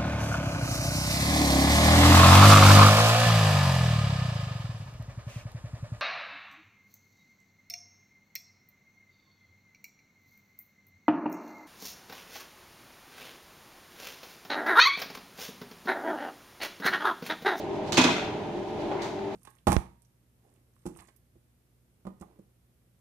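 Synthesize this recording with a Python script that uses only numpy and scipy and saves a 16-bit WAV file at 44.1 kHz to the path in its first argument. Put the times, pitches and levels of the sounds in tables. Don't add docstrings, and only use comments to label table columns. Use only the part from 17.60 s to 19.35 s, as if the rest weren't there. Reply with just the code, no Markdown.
import sys
import numpy as np
from scipy import signal
from scipy.fft import rfft, irfft
from scipy.io import wavfile
from scipy.ndimage import uniform_filter1d

SR = 44100
rng = np.random.default_rng(int(sys.argv[2]) if len(sys.argv) > 2 else 0)


def dump_mix(stems):
    frames = np.atleast_2d(stems).T
    limited = np.clip(frames, -1, 1)
    pcm = np.round(limited * 32767).astype(np.int16)
    wavfile.write(sys.argv[1], SR, pcm)


N = 77175


def undb(db):
    return 10 ** (np.asarray(db) / 20)


def clock():
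    return np.arange(N) / SR


def curve(rows):
    return np.interp(clock(), *np.array(rows).T)


def at_hz(rows, hz):
    f, v = np.array(rows).T
    return np.interp(np.log(np.maximum(hz, 1)), np.log(f), v)


def colour(x, rows):
    gain = undb(at_hz(rows, np.fft.rfftfreq(N, 1 / SR)))
    return irfft(rfft(x) * gain, N)


def tilted(rows, tilt_db):
    return [(hz, db + tilt_db * np.log2(hz / 3000)) for hz, db in rows]


def noise(rows):
    # (frequency [Hz], side minus mid [dB])
    ear_spread = [(60, -109), (180, -14), (350, -8), (700, -10.5), (1400, -2.5), (3000, -3), (10000, -0.5)]
    mid, side = rng.standard_normal((2, N))
    stereo = mid + colour(side, ear_spread) * np.array([[1], [-1]])
    x = colour(stereo, rows)
    return x / x.std()


def walk(rate):
    k = int(SR / rate)
    x = uniform_filter1d(rng.standard_normal(N), k, mode="wrap")
    x = uniform_filter1d(x, k, mode="wrap")
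    return (x - x.mean()) / x.std()


def fade(t60):
    return np.exp(-np.log(1000) * clock() / max(t60, 1e-3))


def unit(x):
    return x / np.sqrt(np.mean(np.sum(x ** 2, axis=-1)))


def pan(db):
    return undb(np.array([[db], [-db]]) / 2)


def start(x, s):
    k = int(np.clip(s * SR, 0, N - 1))
    return np.pad(x, ((0, 0), (k, 0)))[:, :N]


def burst(rows, t60, attack):
    swell = 1 - np.exp(-clock() / attack)
    return unit(noise(rows) * fade(t60) * swell)


def grains(per_s, length_s):
    chance, size = rng.random(N), rng.uniform(.3, 1, N)
    hits = (chance < per_s / SR) * size ** 2
    power = signal.lfilter([1], [1, -np.exp(-2 / (length_s * SR))], hits)
    return np.sqrt(power / power.mean())


def tone(hz, db, pan_db):
    waver_hz, ear_lag = 1.25, 0.13
    phase = 2 * np.pi * np.cumsum(hz + waver_hz * walk(9.9)) / SR + rng.uniform(0, 2 * np.pi)
    lag = ear_lag * hz / 500 * walk(1.6) * np.array([[1], [-1]])
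    return np.sqrt(2) * undb(db) * np.sin(phase + lag) * pan(pan_db)


def machine():
    # (frequency [Hz], rms level before waver and load [dB], left minus right [dB])
    drive_tones = [(96, -59, -1), (114, -55, 1), (154, -54, 0), (199, -50, -3), (216, -54, 4),
                   (301, -48, -1), (349, -45, -2), (432, -49, -1), (500, -58, 3), (582, -52.5, 4),
                   (598, -50.5, -5), (628, -51, -3), (678, -55, -2), (764, -51, 4), (783, -53.5, -2),
                   (829, -54, -2), (882, -54, 0), (1232, -66.5, -2)]
    # (frequency [Hz], relative density [dB per Hz])
    belt_colour = [(25, 16), (45, -13), (70, -4), (110, -2), (200, 0), (300, 1.5), (400, 6.5), (490, -5.5),
                   (620, -1), (720, -3.5), (800, -2), (970, -2.5), (1150, -16), (2300, -18.5), (3600, -23),
                   (4600, -32.5), (6500, -39), (8000, -50.5), (12000, -78), (15500, -71)]
    # (time [s], level [dB])
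    load = [(0, 0.5), (.25, 3), (.7, 2.5), (.9, 1.5), (1.05, 0), (1.25, 3.5), (1.38, 2), (1.55, 0),
            (1.75, 0)]
    # (time [s], level [dB])
    motor_level = [(0, -68), (.12, -36), (.2, -40.5), (.3, -52.5), (.6, -47), (.72, -75), (.92, -50),
                   (1.0, -36), (1.1, -53), (1.35, -36.5), (1.44, -45.5), (1.59, -41), (1.66, -35),
                   (1.75, -40)]
    waver_db = 2.5
    belt = undb(-35) * noise(belt_colour)
    drive = sum(tone(hz, db + waver_db * walk(17.2), pan_db) for hz, db, pan_db in drive_tones)
    motor = tone(393.5, curve(motor_level), pan_db=7)
    return (belt + drive) * undb(curve(load)) + motor


def thin_hiss():
    # (frequency [Hz], relative density [dB per Hz])
    hiss_colour = [(3000, 0), (6500, 6.5), (8000, -3.5), (12000, -7), (13000, -10), (15500, -37)]
    return undb(-70) * noise(hiss_colour) * pan(-17.5)


def dough_slide():
    # (time [s], level [dB])
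    slide_level = [(0, -53), (.2, -61.5), (.29, -50.5), (.5, -72), (1.05, -55.5), (1.28, -55),
                   (1.41, -50.5), (1.55, -66), (1.75, -56)]
    # (frequency [Hz], relative density [dB per Hz])
    slide_colour = [(600, 13), (1400, -15), (2400, 1.5), (4000, 3.5), (6500, -7.5), (8000, -14),
                    (12000, -21), (15000, -41)]
    flutter_db = 3.2 * walk(24)
    return noise(slide_colour) * undb(curve(slide_level) + flutter_db) * pan(-8)


def scuffs():
    # (time [s], level re unit energy [dB], t60 [s], left minus right [dB])
    scrapes = [(0.3212, -0.5, 0.086, -6.5), (.338, -4, 0.12, -3), (1.4175, -11, 0.22, -3),
               (1.431, -15, 0.21, 2)]
    # (frequency [Hz], relative density [dB per Hz])
    scrape_colour = [(500, 5), (1200, 4), (2200, 2), (3200, 3.5), (4200, 7.5), (5200, -0.5), (6500, 0),
                     (8500, -11), (11500, -23), (15000, -24)]
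    out = 0
    for s, db, t60, pan_db in scrapes:
        scrape = burst(scrape_colour, t60, attack=0.00056)
        gritty = unit(scrape * (1 + grains(per_s=1000, length_s=.0006)))
        out = out + undb(db) * start(gritty, s) * pan(pan_db)
    return out


def room(x):
    # (frequency [Hz], t60 [s])
    reverb = [(100, 1), (500, 0.24), (1500, 0.84), (3000, 0.77), (6000, 0.55), (12000, 0.48)]
    build_s = 0.01
    f = np.fft.rfftfreq(N, 1 / SR)
    spectrum = rfft(noise([(20, 0), (20000, 0)]))
    tail = 0
    for hz, t60 in reverb:
        band = at_hz([(h, float(h == hz)) for h, _ in reverb], f)
        tail = tail + irfft(spectrum * band, N) * fade(t60)
    tail = unit(tail * (1 - np.exp(-clock() / build_s)))
    mono = x.mean(axis=0)[None]
    return signal.fftconvolve(mono, tail, axes=1)[:, :N]


def hinge():
    squeak_s, length_s, squeak_hz = .361, 0.014, 4400
    swell = np.sin(np.pi * np.clip((clock() - squeak_s) / length_s, 0, 1))
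    pitch = squeak_hz * (1 + 0.05 * walk(1350))
    return undb(-29) * swell * np.sin(2 * np.pi * np.cumsum(pitch) / SR)


def guard():
    # (frequency [Hz], relative level [dB])
    frame_modes = [(474, -4), (633, -4), (675, -6), (853, -4), (910, -2), (950, 0), (976, 2), (998, -2),
                   (1114, -6), (1195, -2), (1248, -5), (1422, -5), (1524, -5), (1589, -6), (1740, -1),
                   (2072, -3), (2291, -6), (2427, -6), (2516, 2), (2599, -2), (2669, -2), (2725, -4),
                   (2876, -2), (3087, -2), (3224, -5), (3379, 1), (3515, -3), (3556, -2), (3816, -3),
                   (3935, -8), (3983, -6), (4255, -8), (4400, -6), (4840, -9), (5275, -7), (6267, -7),
                   (6413, -9), (6623, -9)]
    # (frequency [Hz], relative density [dB per Hz])
    wire_colour = [(200, -22), (600, 4), (950, -0.5), (1150, -3), (1300, 5), (1720, 1), (1810, -20),
                   (1900, 2.5), (2200, 5), (2850, 1), (2960, -24), (3100, 5), (3400, -0.5), (3900, 1.5),
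                   (4300, -1), (5200, -4), (6000, -3.5), (6600, -4.5), (8000, -14.5), (10200, -21),
                   (11500, -27), (15000, -33)]
    # (time [s], level [dB], tilt [dB per octave], left minus right [dB])
    blows = [(.3712, 4, 1.5, -8.5), (.3765, 7, 3, -4), (.385, 1, 1, -7), (.398, 0, -2.5, 2),
             (.4136, 0, 0.5, -12), (0.4387, 4, 0.3, -8.5), (.447, -4.5, -5, 6), (.466, -7.5, -3, 12.5),
             (.478, -5.5, -3.5, -11), (.492, -12, -3, 10)]
    # (frequency [Hz], gain [dB])
    left_shade = [(3000, 2.5), (6000, -3), (12000, -9)]
    ring_t60_s, damping = 0.18, 0.44
    wires_t60_s, contact_s, ring_db, mode_jitter = 0.1, 0.00047, -.5, .0008

    chatter = noise(tilted(wire_colour, -4)) * grains(per_s=140, length_s=.004) * fade(0.62)
    clatter = placed = undb(-33) * start(chatter, .495)

    hz, mode_db = np.array(frame_modes).T
    t = clock()[:N // 2]
    decay = np.log(1000) / ring_t60_s * (hz / 2000) ** damping
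    mode_hz = hz * (1 + mode_jitter * rng.standard_normal(len(hz)))
    modes = np.exp(np.outer(2j * np.pi * mode_hz - decay, t)) * (1 - np.exp(-t / contact_s))
    ear_phases = 0.33 * rng.standard_normal((2, len(hz)))
    for s, db, tilt_db, pan_db in blows:
        phases = rng.uniform(0, 2 * np.pi, len(hz)) + ear_phases
        weights = undb(mode_db + tilt_db * np.log2(hz / 3000)) * np.exp(1j * phases)
        ring = np.pad(unit((weights @ modes).imag), ((0, 0), (0, N - len(t))))
        wires = burst(tilted(wire_colour, tilt_db), wires_t60_s, contact_s)
        blow = undb(db) * start(wires + undb(ring_db) * ring, s)
        clatter = clatter + blow
        placed = placed + blow * pan(pan_db)
    return clatter, np.array([colour(placed[0], left_shade), placed[1]])


def housing():
    # (frequency [Hz], relative level [dB], t60 [s])
    body_modes = [(85, -19, .2), (114, -16, .3), (172, -5, .3), (252, 4, .24), (272, -2, .15),
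                  (305, -6, .1), (346, 1, .14)]
    # (frequency [Hz], relative density [dB per Hz])
    knock_colour = [(30, -38), (75, -13), (130, -12), (175, -6), (260, 6), (340, 5), (430, -7), (700, -7),
                    (970, 2), (1600, -30), (5000, -69)]
    # (time [s], level [dB])
    jolts = [(.377, 11), (.392, 7), (.411, 4), (.444, 7), (.463, -2), (0.487, 5)]
    swell = 1 - np.exp(-clock() / 0.0043)
    out = 0
    for s, db in jolts:
        phases = rng.uniform(0, 2 * np.pi, len(body_modes))
        boom = 0
        for (hz, mode_db, t60), phase in zip(body_modes, phases):
            boom = boom + undb(mode_db) * fade(t60) * np.sin(2 * np.pi * hz * clock() + phase)
        knock = undb(-2) * burst(knock_colour, t60=0.084, attack=0.0012)
        out = out + undb(db) * start(unit(boom * swell) + knock, s)
    return out


def dough_rub():
    # (time [s], level [dB])
    rub_level = [(1.29, -80), (1.315, -59), (1.36, -51), (1.41, -39), (1.46, -39.5), (1.52, -50.5),
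                 (1.62, -50.5)]
    # (frequency [Hz], relative density [dB per Hz])
    rub_colour = [(400, -21), (900, 9.5), (1400, -5), (2200, -2), (3200, -17), (4500, -17), (8000, -40)]
    return noise(rub_colour) * undb(curve(rub_level)) * pan(2)


def dough_pats():
    # (time [s], level re unit energy [dB], t60 [s])
    pats = [(1.3139, -0.5, 0.13), (1.342, -5, 0.31), (1.403, -16, 0.019), (1.501, -12.5, 0.047),
            (1.590, -12.5, 0.03)]
    # (frequency [Hz], relative density [dB per Hz])
    pat_colour = [(80, -12), (350, 12), (600, 10), (820, 13), (1200, 2), (1800, -7), (3000, -11),
                  (5000, -25), (8000, -38), (15000, -60)]
    return sum(undb(db) * start(burst(pat_colour, t60, attack=0.00072), s) for s, db, t60 in pats)


def scene():
    clatter, placed = guard()
    body, scrapes = housing(), scuffs()
    walls = room(undb(-2) * clatter + undb(-15) * body + undb(-0.5) * scrapes)
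    dough = dough_slide() + dough_rub() + dough_pats()
    return machine() + thin_hiss() + dough + scrapes + hinge() + placed + body + walls


def record(dry):
    low_cut = signal.butter(3, 56, "high", fs=SR, output="sos")
    top_cut = signal.ellip(10, .2, 80, 15650, fs=SR, output="sos")
    led_in = np.pad(dry, ((0, 0), (N // 10, 0)), mode="reflect")
    settled = signal.sosfilt(np.vstack([low_cut, top_cut]), led_in)
    return settled[:, -N:]


dry = scene()
out = record(dry)
dump_mix(out)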